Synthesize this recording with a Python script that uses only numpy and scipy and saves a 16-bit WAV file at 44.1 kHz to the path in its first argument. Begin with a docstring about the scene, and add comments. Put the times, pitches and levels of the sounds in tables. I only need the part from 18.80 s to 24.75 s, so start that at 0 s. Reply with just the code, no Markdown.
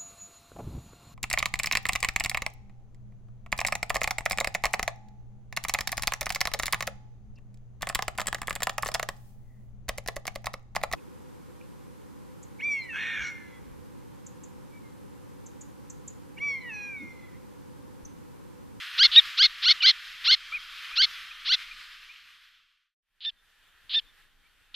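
"""Surf hiss and a little lumpy wind lie over an open shore; terns call and farther birds peep.
One tern gives harsh calls, pulses that break into a two-voiced rasp; another gives clear ones, a creak
that locks into a whistle. The peeps are wavering near-sines; surf and wind are stereo noise in bands.
The first view of the shore fades to silence, then a quieter one fades in under spaced clear calls.
All the birds carry a weak sideways bounce and one faint far echo."""
import sys
import numpy as np
from scipy import signal
from scipy.fft import rfft, irfft
from scipy.io import wavfile
from scipy.ndimage import uniform_filter1d

SR = 44100
rng = np.random.default_rng(int(sys.argv[2]) if len(sys.argv) > 2 else 0)


def pcm_store(signal):
    """Save signal as 16-bit PCM."""
    levels = np.round(np.clip(np.atleast_2d(signal), -1, 1) * 32767)
    wavfile.write(sys.argv[1], SR, levels.astype(np.int16).T)


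N = 262395
JUMP_S = .002   # time a tern's voice takes to jump to its next state
DULL_OVERTONE = 8.5   # overtones fade above this order, so slow pulses are dull


def from_db(db):
    """Gain of a level."""
    return 10 ** (np.asarray(db) / 20)


def rms_one(x):
    """Signal scaled to rms 1."""
    return x / np.sqrt(np.mean(x ** 2) + 1e-20)


def at_hz(points, hz):
    """A table read on a log-frequency axis."""
    table_hz, values = np.array(points).T
    return np.interp(np.log(hz), np.log(table_hz), values)


def sampled(rows):
    """Sample numbers spanned by a short table, and its columns sample by sample."""
    s, *columns = np.transpose(rows)
    at = np.arange(round(s[0] * SR), min(round(s[-1] * SR), N))
    return at, [np.interp(at / SR, s, c) for c in columns]


def drift(rate_hz, size=N):
    """Slow random wander: noise through a double one-pole low-pass, spread 1."""
    r = np.exp(-2 * np.pi * rate_hz / SR)
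    run_in = SR // 2
    noise = rng.standard_normal(size + run_in)
    return rms_one(signal.lfilter([1], [1, -2 * r, r * r], noise)[run_in:])


def banded_noise(spectrum, likeness, patchy_db, rate_hz):
    """Narrow bands of stereo noise, each with its own level, flicker and left-right likeness; rms 1."""
    out, together = 0, drift(rate_hz)
    edges = np.geomspace(spectrum[0][0], 1.1 * spectrum[-1][0], 22)
    white = rng.standard_normal((2, 2, N))
    for k, (low, high) in enumerate(zip(edges, edges[1:])):
        band = signal.butter(3, [low, high], "band", fs=SR, output="sos")
        mid, side = signal.sosfilt(band, white[k % 2])   # neighbouring bands use different noise
        hz = np.sqrt(low * high)
        alike = np.clip(at_hz(likeness, hz), 0, .995)
        flicker_db = patchy_db * (together + .6 * drift(rate_hz))
        gain = from_db(at_hz(spectrum, hz) + flicker_db)
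        out = out + gain * (np.sqrt(1 + alike) * mid + np.sqrt(1 - alike) * side * [[1], [-1]])
    return rms_one(out)


def shore(gain, sink_db_per_s, surf_spectrum, likeness, wind_db, tones):
    """Surf hiss, lumpy wind at the microphone and thin steady-pitched tones, faded together."""
    # low rumble of wind on the microphone: (frequency [Hz], relative level [dB])
    wind_spectrum = [(20, 9.5), (40, -11.5), (130, -21.5), (300, -26.5), (600, -33)]
    # puffs of wind: (time of the peak [s], lift at the peak [dB])
    gusts = [(0.301, 6.4), (0.47, 11.6), (2.3, 4.2), (4.55, 9.1), (5.25, 11.3)]
    gust_s = .025   # from the peak until the lift is down to 1/e
    t = np.arange(N) / SR
    puffs_db = sum(db * np.exp(-((t - s) / gust_s) ** 2) for s, db in gusts)
    wind = banded_noise(wind_spectrum, likeness, patchy_db=2.5, rate_hz=14)
    wind = from_db(wind_db + puffs_db) * wind
    hum = sum(from_db(db + 2.9 * drift(7.3)) * np.sin(2 * np.pi * hz * t) for hz, db in tones)
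    surf = banded_noise(surf_spectrum, likeness, patchy_db=1.66, rate_hz=4)
    return gain * (from_db(-sink_db_per_s * t) * (surf + hum) + wind)


def first_shore():
    """The louder view: its surf sinks slowly, then everything fades to silence."""
    # surf over distance: (frequency [Hz], relative level [dB])
    surf_spectrum = [(300, -30), (780, -33), (1000, -16), (1300, -1), (3100, 0), (4310, -5), (6360, -19),
                     (9390, -27.5), (11700, -23), (15000, -30)]
    # how alike left and right are: (frequency [Hz], likeness [0-1])
    likeness = [(25, .97), (60, 0.9), (125, .83), (290, .78), (600, .9), (1400, .99), (15000, .88)]
    # thin tones: (frequency [Hz], mean peak level against the rms of the surf [dB])
    tones = [(3203, -12)]
    level_db, sink_db_per_s, wind_db = -40, 1.55, -25   # wind is set against the view's level
    from_s, end_s, power = 2.82, 4.165, 1.54   # fade-out
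    fade_out = np.clip((end_s - np.arange(N) / SR) / (end_s - from_s), 0, 1) ** power
    return shore(from_db(level_db) * fade_out, sink_db_per_s, surf_spectrum, likeness, wind_db, tones)


def second_shore():
    """The quieter view fades in, with more wind for its surf."""
    # surf over distance: (frequency [Hz], relative level [dB])
    surf_spectrum = [(180, -52.5), (300, -16.5), (781, -14), (892, -12), (1730, 1.5), (1940, -6),
                     (3230, -3), (5480, -17), (15500, -19.5)]
    # how alike left and right are: (frequency [Hz], likeness [0-1])
    likeness = [(25, 0.5), (60, 1), (290, 0.55), (2000, 1), (7000, 0.18)]
    # thin tones: (frequency [Hz], mean peak level against the rms of the surf [dB])
    tones = [(3203, -14), (810, -23)]
    level_db, wind_db = -63.5, -4.5   # wind is set against the view's level
    from_s, end_s, power = 4.214, 4.92, 1.14   # fade-in
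    fade_in = np.clip((np.arange(N) / SR - from_s) / (end_s - from_s), 0, 1) ** power
    return shore(from_db(level_db) * fade_in, 0, surf_spectrum, likeness, wind_db, tones)


def minimum_phase(points, size=1024):
    """Minimum-phase impulse response of a spectrum: pulses start sharply and ring out."""
    hz = np.maximum(np.fft.rfftfreq(size, 1 / SR), 1)
    cepstrum = irfft(np.log(from_db(at_hz(points, hz))))
    cepstrum[1:size // 2] *= 2
    cepstrum[size // 2 + 1:] = 0
    return irfft(np.exp(rfft(cepstrum)))


def call(hz, level_db, beat_hz, depth_db, second_db, throat, jitter, breath_db, spray_db, stutter_db, dull):
    """Membrane pulses; a second voice tugs at their timing, and the harder it tugs the more both stumble."""
    size, depth = len(hz), from_db(depth_db)
    rough = np.minimum(3 * depth ** 2, 1)

    stumble = jitter * rough * drift(430, size=size)
    phase = 2 * np.pi * np.cumsum(hz * (1 + stumble)) / SR
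    beat_stumble = 5 * jitter * (rough + .25) * drift(200, size=size)
    beat_phase = 2 * np.pi * np.cumsum(beat_hz * (1 + beat_stumble)) / SR
    # the tug gives sum and difference tones
    tug = depth * from_db(2.7 * rough * drift(110, size=size)) * np.sin(beat_phase)

    source = 0
    for k in range(1, 16):
        in_range = np.clip(k * hz / 200 - 4, 0, 1) * (k * hz < 8000)   # fades up from 800 to 1000 Hz
        source = source + np.cos(k * phase - tug) * in_range * np.exp(-(k / dull) ** 2)
    second_gain = from_db(second_db + 7 * rough * drift(110, size=size))
    source += second_gain * np.cos(2 * phase - beat_phase)
    source += from_db(breath_db) * (rough + .03) * rng.standard_normal(size)

    voice = signal.fftconvolve(source, throat)[:size]
    # even out the power, so that level_db alone sets the loudness
    power = uniform_filter1d(uniform_filter1d(voice ** 2, size=160), size=160)
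    voice /= np.sqrt(power + 1e-12)
    # faint wide hiss
    voice += rough * from_db(spray_db + 2.5 * drift(60, size=size)) * rng.standard_normal(size)
    # the airflow catches
    catches = uniform_filter1d(np.minimum(drift(320, size=size), .5), size=24)
    voice *= from_db(stutter_db * rough * catches)
    return voice * from_db(level_db) * signal.windows.tukey(size, .04)


def harsh_tern():
    """A glide upward, grainy at first and at times with every other pulse weaker, breaks into a rasp."""
    # harsh calls: (start [s], voice steadies [s], breaks [s], ends [s], steady pitch [Hz],
    # pitch at the break [Hz], level at the break [dB], rasp pitch [Hz], rasp level [dB],
    # second voice [Hz], wide hiss against the voice [dB], opening [0 quick, 1 slow])
    harsh_calls = [ (0.176, 0.195, 0.229, 0.272, 1380, 1670, -14, 2170, -12.5, 3540, -46, 0),
                   (0.570, 0.591, 0.621, 0.672, 1370, 1660, -15, 2180, -13.5, 3520, -43, 0),
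                   (0.818, 0.858, 0.883, 0.931, 1350, 1530, -17, 2160, -13.5, 3420, -44, 1),
                   (1.017, 1.036, 1.060, 1.119, 1390, 1610, -15, 2110, -13, 3360, -46, 0),
                   (1.439, 1.478, 1.510, 1.554, 1330, 1580, -16, 2150, -14.5, 3400, -39, 1),
                   (2.155, 2.178, 2.218, 2.259, 1330, 1610, -17, 2160, -16.5, 3360, -48, 0),
                   (2.646, 2.693, 2.720, 2.758, 1340, 1580, -21, 2090, -18, 3400, -36, 1), ]
    # throat and distance: (frequency [Hz], relative level [dB])
    throat_spectrum = [(850, -32.5), (1500, -13), (2200, -11.5), (2900, -5), (3500, 1), (3950, 0),
                       (4400, -1), (5200, -8.5), (6100, -23), (6900, -36.5), (7700, -60)]
    # quick and slow opening up to the steady voice:
    # (share of the time [0-1], share of steady pitch [0-1], level against the break [dB])
    openings = [
        [(0, .4, -25), (.42, .66, -12), (1, 1, -5)],
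        [(0, .315, -25), (.31, .47, -11), (.64, .73, -7.5), (.95, .87, -4.5), (1, 1, -3.5)],
    ]
    # line between the overtones, half a pitch off, for (quick [dB], slow [dB]) openings
    half_line_db = (-30, -16)
    # the glide slows: pitch lift at its middle for (quick [Hz], slow [Hz]) openings
    glide_bow_hz = (26.2, 0)
    # rasp: (share of its time [0-1], share of rasp pitch [ratio], level against the rasp level [dB],
    # share of second voice pitch [ratio], second voice level [dB])
    rasp_shape = [(0, .94, -2.5, .98, -6), (.2, .98, -1, .99, -9), (.4, 1, 0, 1.01, -19),
                  (.66, 1.01, 0, 1.005, -19), (.84, .93, -6, .99, -9), (1, .8, -19, .93, -2)]
    glide_bow_db, rasp_depth_db = -3, -3.5   # level at the glide's middle; tug of the second voice
    throat = minimum_phase(throat_spectrum)
    out = np.zeros(N)
    for (start, steady, breaks, end, steady_hz, top_hz, db,
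         rasp_hz, rasp_db, second_hz, spray_db, slow) in harsh_calls:
        kind = int(slow > .5)
        rise = [(start + share * (steady - start), pitch * steady_hz, db + step_db)
                for share, pitch, step_db in openings[kind]]
        middle_hz = (steady_hz + top_hz) / 2 + glide_bow_hz[kind]
        rise += [((steady + breaks) / 2, middle_hz, db + glide_bow_db), (breaks, top_hz, db)]

        # rows for call: time, pitch, level, beat, tug depth, second voice level
        rows = []
        for s, hz, level_db in rise:
            depth_db = -12 if hz < 700 else -28   # grainy while low
            line_db = half_line_db[kind] if hz > 1300 else -30
            rows.append((s, hz, level_db, -hz / 2, depth_db, line_db))
        begun = breaks + JUMP_S
        for share, pitch, step_db, second_pitch, second_db in rasp_shape:
            hz = pitch * rasp_hz
            beat_hz = 2 * hz - second_pitch * second_hz   # puts the second voice at its own pitch
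            rows.append((begun + share * (end - begun), hz, rasp_db + step_db,
                         beat_hz, rasp_depth_db, second_db))
        at, columns = sampled(rows)
        out[at] = call(*columns, throat, jitter=.03, breath_db=-12, spray_db=spray_db,
                       stutter_db=1.5, dull=DULL_OVERTONE)
    return out


def clear_tern():
    """A creak speeds up and locks onto the throat as a whistle, fluttering at both ends."""
    # clear calls: (start [s], locks [s], settles [s], lets go [s], ends [s], whistle pitch [Hz],
    # pitch arch [Hz], level [dB], level arch [dB], creak against the whistle [dB],
    # creak beat depth [dB], flutter depth [dB], whistle beat depth [dB])
    clear_calls = [ (0.314, 0.3625, 0.372, 0.395, 0.409, 1790, 125, -10, 4, -9, -15, -18, -24),
                   (4.404, 4.451, 4.465, 4.492, 4.507, 1772, 25, -30, 1, -8, -18, -6, -17),
                   (5.093, 5.145, 5.162, 5.187, 5.204, 1780, 20, -22, 0.5, -6, -18, -6, -14),
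                   (5.943, 5.995, 6.012, 6.038, 6.054, 1780, 20, -22, 0.5, -3, -18, -6, -14), ]
    # throat and distance: (frequency [Hz], relative level [dB])
    throat_spectrum = [(900, -36), (1800, -23.5), (2650, -13.5), (3050, -2.5), (3350, -3), (3650, -2.5),
                       (4000, -3.5), (4500, -9), (5100, -21), (5500, -36), (7300, -52)]
    # creak: (share of its time [0-1], pitch [Hz], level against the creak level [dB],
    # added beat depth [dB])
    creak = [(0, 450, -12, 0), (.44, 690, -5.5, 0), (.73, 880, -5, 3), (.97, 1390, 2.5, 6)]
    # whistle: (share of its time [0-1], share of the pitch arch [0-1])
    arch = [(0, .4), (.55, 1), (.82, .8), (1, .3)]
    # letting go: (share of its time [0-1], share of whistle pitch [0-1], level step [dB], beat depth [dB])
    let_go = [(.25, .95, -4, -7), (.68, .9, -12, -4), (1, .84, -27, -4)]
    beat_share = .48   # beat rate as a share of the pitch
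    throat = minimum_phase(throat_spectrum)
    out = np.zeros(N)
    for (start, lock, settle, go, end, hz, arch_hz, db, arch_db,
         creak_db, creak_beat_db, flutter_db, beat_db) in clear_calls:
        # rows: time, pitch, level, beat depth
        rows = [(start + share * (lock - start), pitch, db + creak_db + step_db, creak_beat_db + added_db)
                for share, pitch, step_db, added_db in creak]
        rows += [(lock, hz, db, flutter_db),
                 (settle - JUMP_S, hz + arch[0][1] * arch_hz, db - 1, flutter_db)]
        rows += [(settle + share * (go - settle), hz + bow * arch_hz, db + bow ** 2 * arch_db, beat_db)
                 for share, bow in arch]
        rows += [(go + share * (end - go), pitch * hz, db + step_db - arch_db / 2, depth_db)
                 for share, pitch, step_db, depth_db in let_go]
        at, (pitch, level_db, depth_db) = sampled(rows)
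        out[at] = call(pitch, level_db, beat_share * pitch, depth_db, depth_db - 9, throat, jitter=.06,
                       breath_db=-6, spray_db=-58, stutter_db=5, dull=2 * DULL_OVERTONE)
    return out


def peeps():
    """Falling whistles, peeps and chips of farther birds, near sines whose level wavers."""
    # falling whistles: (start [s], end [s], level [dB])
    falls = [(0.353, 0.4, -27), (1.002, 1.062, -29)]
    # pitch of a falling whistle: (time after its start [s], pitch [Hz])
    fall_shape = [(0, 2800), (.01, 3050), (.024, 2430), (.042, 2270)]
    # far peeps: (start [s], top [s], end [s], top pitch [Hz], end pitch [Hz], level at the top [dB],
    # start level against the top [dB])
    far_peeps = [ (1.72, 1.758, 1.785, 2507, 2110, -28.5, -7),
                 (2.115, 2.149, 2.156, 2520, 2380, -37.5, -10), (2.5, 2.516, 2.535, 2520, 2360, -36.5, -28),
                 (2.9, 2.92, 2.935, 2468, 2290, -38, -26), (3.285, 3.313, 3.325, 2480, 2520, -46, -6),
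                 (5.63, 5.665, 5.68, 2350, 2400, -66, -8), ]
    # short low notes: (middle [s], pitch at the middle [Hz], level at the middle [dB])
    chips = [(1.726, 1340, -38.5), (2.115, 1260, -41.5)]
    notes = []
    for start, end, db in falls:
        note = [(start + s, hz, db) for s, hz in fall_shape]
        notes.append(note + [(end, fall_shape[-1][1], db - 6.5)])
    for start, top, end, hz, end_hz, db, edge_db in far_peeps:
        notes.append([(start, .91 * hz, db + edge_db), (top, hz, db), (end, end_hz, db + 1.65 * edge_db)])
    for s, hz, db in chips:
        notes.append([(s - .007, .9 * hz, db - 10), (s, hz, db), (s + .007, hz, db - 10)])

    out = np.zeros(N)
    for rows in notes:
        at, (hz, level_db) = sampled(rows)
        size = len(at)
        wavering = from_db(level_db + 1.8 * drift(150, size=size))
        gain = np.sqrt(2) * wavering * signal.windows.tukey(size, .2)   # levels are rms
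        out[at] += gain * np.sin(2 * np.pi * np.cumsum(hz) / SR)
    return out


def scene():
    """Birds in the middle with a weak sideways bounce and one far echo, over the two views of the shore."""
    bounce_s, bounce_db = .0021, -25
    echo_s, echo_db = .115, -42
    views = first_shore() + second_shore()
    near = harsh_tern() + clear_tern() + peeps()
    bounce = from_db(bounce_db) * np.roll(near, round(bounce_s * SR))
    birds = near + bounce * [[1], [-1]]   # opposite sign left and right
    lag = round(echo_s * SR)
    birds[:, lag:] += from_db(echo_db) * near[:-lag]
    return views + birds


def record(dry):
    """Loud peaks bend a little, which adds a third overtone; the top is cut."""
    cutoff_hz = 15950   # 70 dB down from here up
    bent = dry - .035 * dry ** 3
    return signal.sosfilt(signal.cheby2(14, 70, cutoff_hz, fs=SR, output="sos"), bent)


dry = scene()
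out = record(dry)
pcm_store(out)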